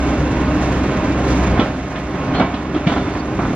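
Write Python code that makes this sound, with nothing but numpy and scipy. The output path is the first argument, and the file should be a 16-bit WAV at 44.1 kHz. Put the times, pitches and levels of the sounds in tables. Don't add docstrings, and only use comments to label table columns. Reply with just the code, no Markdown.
import sys
import numpy as np
from scipy import signal
from scipy.fft import rfft, irfft
from scipy.io import wavfile
from scipy.ndimage import uniform_filter1d, minimum_filter1d

SR = 44100
rng = np.random.default_rng(int(sys.argv[2]) if len(sys.argv) > 2 else 0)


def log_audio(samples):
    frames = np.atleast_2d(samples).T
    limited = np.clip(frames, -1, 1)
    pcm = np.round(limited * 32767).astype(np.int16)
    wavfile.write(sys.argv[1], SR, pcm)


N = 156555
T = np.arange(N) / SR


def amp(db):
    return 10 ** (np.asarray(db) / 20)


def evened(x):
    return x / np.sqrt(np.mean(x ** 2) + 1e-20)


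def curve(table, axis):
    table = np.array(table)
    return np.interp(T, table[:, 0], table[:, axis])


def read(table, hz, axis=1):
    table = np.array(table)
    return np.interp(np.log(hz + 1), np.log(table[:, 0] + 1), table[:, axis])


def colour(x, spectrum, size=4096):
    hz = abs(np.fft.fftfreq(size, 1 / SR))
    log_gain = np.log(amp(read(spectrum, hz)))
    response = np.exp(np.conj(signal.hilbert(log_gain)))
    taps = np.fft.ifft(response).real
    taps = taps / np.linalg.norm(taps)
    return signal.fftconvolve(x, taps[None], axes=1)[:, :N]


def wander(rate_hz):
    hz = np.fft.rfftfreq(N, 1 / SR)
    lowpass = np.exp(-(hz / rate_hz) ** 2)
    return evened(irfft(rfft(rng.standard_normal(N)) * lowpass, N))


def impacts(per_s, spread_db):
    size = amp(spread_db * np.minimum(rng.exponential(1, (2, N)), 4))
    sign = rng.choice([-1, 1], (2, N))
    hit = rng.random((2, N)) < per_s / SR
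    return evened(size * sign * hit)


def burst(start_s, rise_s, fade_s):
    age = np.maximum(T - start_s, 0)
    rise = np.minimum(age / rise_s, 1)
    return rise * np.exp(-np.minimum(np.maximum(age - rise_s, 0) / fade_s, 20))


def add(mix, start_s, sound):
    part = mix[round(start_s * SR):][:len(sound)]
    part += sound[:len(part)]


# frequency in Hz, t60 in s.
BODY_DECAY = [(150, .14), (700, 0.48), (2500, 0.35), (4500, 0.4), (10000, 0.18)]


def body(x, wet_db):
    hz, t, bins = signal.stft(rng.standard_normal((2, SR // 2)), SR, nperseg=256)
    decay = amp(-60 * t / read(BODY_DECAY, hz)[:, None])
    tail = signal.istft(bins * decay, SR, nperseg=256)[1]
    wet = evened(signal.fftconvolve(x, tail, axes=1)[:, :N])
    return (x + amp(wet_db) * np.std(x) * wet) / np.sqrt(1 + amp(wet_db) ** 2)


# time in seconds, rumble in dB, road noise in dB, grit hiss in dB.
ROLL_LEVELS = [(0, -21, -21.5, -37.5), (.17, -18.5, -23.5, -42), (.55, -18.5, -23, -42.5),
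               (.64, -19.5, -21.5, -38), (.8, -18, -22, -41.5), (1.24, -20, -22.5, -41.5),
               (1.3, -20, -21, -34), (1.56, -17, -21.5, -43), (1.66, -21, -22.5, -45),
               (1.76, -26.5, -28.5, -45.5), (2.05, -27.5, -28, -46), (2.36, -19, -24.5, -47),
               (2.5, -27.5, -26.5, -49), (2.66, -27.5, -29.5, -50), (2.84, -24, -27, -47),
               (2.94, -24, -24.5, -42), (3.25, -24, -27.5, -47.5), (3.55, -18.5, -27, -44)]
# frequency in Hz, relative density in dB per Hz.
RUMBLE_SPECTRUM = [(15, -25.5), (30, -17), (48, -7.5), (80, -0.5), (100, -4), (135, -4), (160, -1.5),
                   (200, -3.5), (290, 0), (350, -3.5), (450, -15), (700, -33), (1500, -62.5)]
ROAD_SPECTRUM = [(200, -19), (450, -5.5), (520, 1), (640, -1), (880, -3), (1120, -4), (1500, -8),
                 (1900, -10.5), (2500, -11), (3100, -19), (4000, -23.5), (6000, -30.5), (12000, -67)]
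GRIT_SPECTRUM = [(1500, -20.5), (3500, 5), (5000, 1.5), (6500, 4), (8000, -5), (10000, -9), (12500, -12),
                 (14000, -19), (15500, -30)]


def rolling(shake_db=0.3, shake_hz=60, fizz_db=2.05):
    shake = wander(shake_hz)
    stones = impacts(per_s=6000, spread_db=2.0) * amp(shake_db * shake)
    grit = impacts(per_s=12000, spread_db=1.0) * amp(fizz_db * shake)
    rumble = evened(body(colour(stones, RUMBLE_SPECTRUM), wet_db=-8))
    road = evened(body(colour(stones, ROAD_SPECTRUM), wet_db=-3.5))
    hiss = evened(body(colour(grit, GRIT_SPECTRUM), wet_db=-5))
    layers = enumerate([rumble, road, hiss], 1)
    return sum(layer * amp(curve(ROLL_LEVELS, column)) for column, layer in layers)


# time in seconds, pitch in Hz, level in dB.
DRONE_PATH = [(0, 64.16, -21), (.2, 63.93, -23.5), (.7, 64.36, -21.5), (.92, 63.92, -26), (1.2, 63.46, -22),
              (1.5, 63.59, -17), (1.68, 64.07, -29.5), (2.1, 62.92, -31), (2.22, 67, -32), (2.5, 66.4, -31),
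              (2.95, 65, -31), (3.35, 62.4, -33), (3.46, 60.2, -24), (3.55, 59.7, -37.5)]
# time in seconds, gain of the overtones in dB.
OVERTONE_GAIN = [(0, -7), (.95, 0), (1.12, 1.5), (1.5, 1.5), (1.75, -0.5), (3.55, 1.5)]
DRONE_HARMONICS_DB = [1, -6, -11]


def drone(waver_hz=1.26, throb_db=1.6, throb_rate_hz=14):
    pitch_hz = curve(DRONE_PATH, axis=1) + waver_hz * wander(throb_rate_hz)
    turns = np.cumsum(pitch_hz) / SR
    buzz_db = curve(OVERTONE_GAIN, axis=1)
    tone = np.zeros(N)
    for k, db in enumerate(DRONE_HARMONICS_DB, 1):
        level_db = db + (k > 1) * buzz_db + throb_db * wander(throb_rate_hz)
        tone += amp(level_db) * np.sin(2 * np.pi * (k * turns + rng.random()))
    return evened(tone) * amp(curve(DRONE_PATH, axis=2))


# frequency in Hz, t60 in s, relative level in dB when rolling,
# relative level in dB when knocked.
FRAME_MODES = [(187.5, 0.42, -8.5, 4), (263.3, 0.19, -10.5, 5), (302.4, 0.19, -6.5, -10),
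               (392.3, 0.2, -8.5, -3), (600, 0.083, -13.5, -10), (669.6, 0.18, -28, 6),
               (952, 0.42, -19, -8), (1078.4, .6, -13.5, -17.5), (1556, 0.29, -23.5, -13.5),
               (2346, 0.32, -28.5, -14)]
# start in seconds, thud in dB, thud pitch in Hz, thud swell in s,
# clatter in dB, snap in dB, frame ring in dB.
WHEEL_KNOCKS = [(1.573, -13.5, 249, .003, -15.5, -36, -30), (1.593, 0.5, 265, .0019, -21.5, -25.5, -28),
                (1.614, -15, 330, .004, -24.5, -38, -32), (1.954, -18.5, 250, .003, -20, -33, -50),
                (2.144, -17.5, 193, 0.0052, -23.5, -51, -36), (2.345, -16, 169, 0.0048, -16.5, -27, -35),
                (2.380, -14, 160, 0.0055, -19, -38.5, -35), (2.394, -12.5, 260, 0.0051, -14, -27, -29.5),
                (2.409, -9, 212, 0.0032, -23, -50, -21.5), (2.535, -14.5, 265, 0.0062, -26.5, -30, -38.5),
                (2.648, -25, 276, 0.004, -26, -46, -41), (2.743, -15, 303, 0.0055, -23.5, -32.5, -44),
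                (2.760, -9, 317, 0.0048, -26.5, -41, -45), (2.866, -6, 168, 0.005, -21, -23, -27),
                (2.896, -20.5, 195, 0.0051, -20.5, -32.5, -34.5),
                (2.918, -13.5, 207, 0.0027, -24, -36, -47.5), (2.960, -16.5, 307, .006, -19.5, -36, -34.5),
                (3.079, -15, 290, 0.0045, -25.5, -38.5, -38), (3.150, -16, 276, 0.0026, -23, -39, -40),
                (3.387, -17, 191, 0.0072, -15.5, -45, -30), (3.428, -17, 230, 0.0015, -25.5, -54, -40),
                (3.446, -14, 151, 0.0035, -24.5, -46, -38), (3.502, -13, 261, .005, -28, -50, -36)]
KNOCK_RISE_S = 0.004


def frame():
    t, out = T[:SR // 2], np.zeros(N)
    road = amp(curve(ROLL_LEVELS, axis=2))
    rise = np.minimum(t / KNOCK_RISE_S, 1)
    for hz, t60_s, roll_db, knock_db in FRAME_MODES:
        mode = amp(-60 * t / t60_s) * np.exp(2j * np.pi * hz * t)
        singing = evened(signal.fftconvolve(rng.standard_normal(N), mode.real)[:N])
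        out += amp(roll_db) * road * singing
        for start_s, *_, ring_db in WHEEL_KNOCKS:
            ring = (mode * np.exp(2j * np.pi * rng.random())).real
            add(out, start_s, amp(ring_db + knock_db) * rise * ring)
    return out


def thuds():
    t, out = T[:SR // 8], np.zeros(N)
    for start_s, db, hz, swell_s, *_ in WHEEL_KNOCKS:
        swell = t / swell_s * np.exp(1 - t / swell_s)
        add(out, start_s, amp(db) * swell * np.sin(2 * np.pi * hz * t))
    return out


# frequency in Hz, relative density in dB per Hz.
CLATTER_SPECTRUM = [(80, -10.5), (200, 3), (450, -4), (700, 1.5), (1150, -1), (1600, -5.5), (2200, -11.5),
                    (3000, -25), (5000, -35.5), (12000, -63)]
SNAP_SPECTRUM = [(800, -17.5), (2000, -2.5), (2900, 2), (3400, 2), (3900, -3.5), (4600, -10.5),
                 (6000, -17.5), (9000, -33), (13000, -42.5), (15500, -59.5)]


def joints():
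    clatter, snap = np.zeros(N), np.zeros(N)
    for start_s, _, _, _, clatter_db, snap_db, _ in WHEEL_KNOCKS:
        clatter += amp(clatter_db) * burst(start_s, KNOCK_RISE_S, fade_s=0.023)
        snap += amp(snap_db) * burst(start_s, rise_s=0.006, fade_s=0.025)
    dull = colour(clatter * impacts(per_s=4000, spread_db=-1.0), CLATTER_SPECTRUM)
    bright = colour(snap * impacts(per_s=4000, spread_db=0.0), SNAP_SPECTRUM)
    return body(dull, wet_db=-8.5) + body(bright, wet_db=-6)


# start in seconds, pitch in Hz, level in dB, t60 in s.
PLASTIC_CLACKS = [(1.593, 3380, -19.5, 0.089), (1.603, 1340, -18.5, .13), (2.397, 2260, -22, .34),
                  (2.409, 1068, -20.5, .38), (2.755, 1322, -20, 0.093), (2.869, 2300, -20, .11),
                  (2.882, 686, -16, 0.19), (2.960, 1340, -24.5, .16), (3.392, 705, -20, 0.29)]


def clacks(rise_s=.0045, partner_ratio=.89, partner_db=-5):
    t, out = T[:SR // 3], np.zeros(N)
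    for start_s, hz, db, t60_s in PLASTIC_CLACKS:
        partner = np.sin(2 * np.pi * (partner_ratio * hz * t + rng.random()))
        pair = np.sin(2 * np.pi * hz * t) + amp(partner_db) * partner
        add(out, start_s, amp(db - 60 * t / t60_s) * np.minimum(t / rise_s, 1) * pair)
    return out


# start in seconds, level in dB,
# fade of the rattle in s.
FITTING_RATTLES = [(1.594, -50, .04), (2.41, -52, .09), (2.871, -41.5, 0.23)]
# frequency in Hz, relative level in dB, t60 in s.
FITTING_MODES = [(2100, -3, .25), (2300, 1.5, .35), (2800, -5, 0.25), (3480, 1, 0.6), (3650, -4, 0.45),
                 (4480, -1.5, .55)]


def clinks(gap_s=.021, uneven_db=2.5, rebound_db=-2, tick_db=9, tick_fade_s=.002, detune=.003, count=13):
    t, ring, ticks = T[:SR // 2], np.zeros(N), np.zeros(N)
    tick_fade = np.exp(-np.minimum(t / tick_fade_s, 20))
    for start_s, db, fade_s in FITTING_RATTLES:
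        gaps = gap_s * (.5 + rng.random(count))
        for age in np.cumsum(gaps) - gaps[0]:
            bounce_db = (age > 0) * (rebound_db + uneven_db * rng.uniform(-0.92, 1))
            force = amp(db + bounce_db) * np.exp(-age / fade_s)
            pitch = 1 + detune * rng.uniform(-1, 1)
            modes = np.zeros(len(t))
            for hz, mode_db, t60_s in FITTING_MODES:
                swing = np.sin(2 * np.pi * (pitch * hz * t + rng.random()))
                modes += amp(mode_db - 60 * t / t60_s) * swing
            add(ring, start_s + age, force * modes)
            add(ticks, start_s + age, force * tick_fade * rng.standard_normal(len(t)))
    return ring + amp(tick_db) * colour(ticks[None], SNAP_SPECTRUM)[0]


# start in seconds, level in dB.
SAND_CRACKS = [(1.93, -42), (1.99, -36), (2.097, -39), (2.16, -40), (2.184, -40.5), (2.515, -41),
               (3.267, -38)]
# frequency in Hz, relative density in dB per Hz.
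CRACK_SPECTRUM = [(2000, -21), (6000, 4), (9000, -3.5), (13000, 0.5), (15500, -8)]


def sand():
    level = sum(amp(db) * burst(start_s, rise_s=.0003, fade_s=.0012) for start_s, db in SAND_CRACKS)
    return colour(level * rng.standard_normal((2, N)), CRACK_SPECTRUM)


# start in seconds, length in s, top pitch in Hz, level in dB.
JOINT_SQUEAKS = [(2.335, 0.021, 3150, -29), (2.338, 0.074, 4270, -30.5), (3.180, 0.04, 4540, -37)]


def squeaks(arch_depth=.055, jitter=.018, jitter_rate_hz=700, right_db=-3, lag_rad=1.65):
    out = np.zeros((2, N))
    for start_s, length_s, hz, db in JOINT_SQUEAKS:
        arch = np.sin(np.pi * np.clip((T - start_s) / length_s, 0, 1))
        pitch_hz = hz * (1 - arch_depth * (1 - arch) + jitter * wander(jitter_rate_hz))
        angle = 2 * np.pi * np.cumsum(pitch_hz) / SR
        sides = np.array([np.sin(angle), amp(right_db) * np.sin(angle - lag_rad)])
        out += amp(db) * arch * sides
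    return out


# frequency in Hz, likeness of the sides
# (0 to 1), left lag in rad, left level in dB.
STEREO_IMAGE = [(150, 1, 0, 0), (320, 1, 0, -0.87), (550, 0.99, 0, -2.5), (1100, 0.99, -0.6, -4),
                (2000, 0.8, .5, -3.5), (3050, 0.53, 0.6, -2), (4730, 0.47, 1.72, -3), (7180, 0.76, 3.5, 0)]
STEREO_LAST_ROW = (8500, 1, np.pi, 0)


def stereo(spread, centred):
    hz, image = np.fft.rfftfreq(N, 1 / SR), STEREO_IMAGE + [STEREO_LAST_ROW]
    (a, b), c = rfft(spread), rfft(centred)
    same = np.clip(read(image, hz, axis=1), -1, 1)
    left = same * a + np.sqrt(1 - same ** 2) * b + c
    left = left * np.exp(-1j * read(image, hz, axis=2)) * amp(read(image, hz, axis=3))
    return irfft(np.array([left, a + c]), N)


def scene():
    spread = rolling() + joints() + sand()
    centred = drone() + frame() + thuds() + clacks() + clinks()
    return stereo(spread, centred) + squeaks()


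def record(dry, edge_hz=14600):
    headroom = np.minimum(1, .96 / (abs(dry).max(0) + 1e-9))
    held = minimum_filter1d(headroom, size=201)
    gain = uniform_filter1d(uniform_filter1d(held, size=101), size=101)
    lowpass = signal.firwin(255, edge_hz, window=("kaiser", 9), fs=SR)
    return signal.oaconvolve(dry * gain, lowpass[None], "same")


dry = scene()
out = record(dry)
log_audio(out)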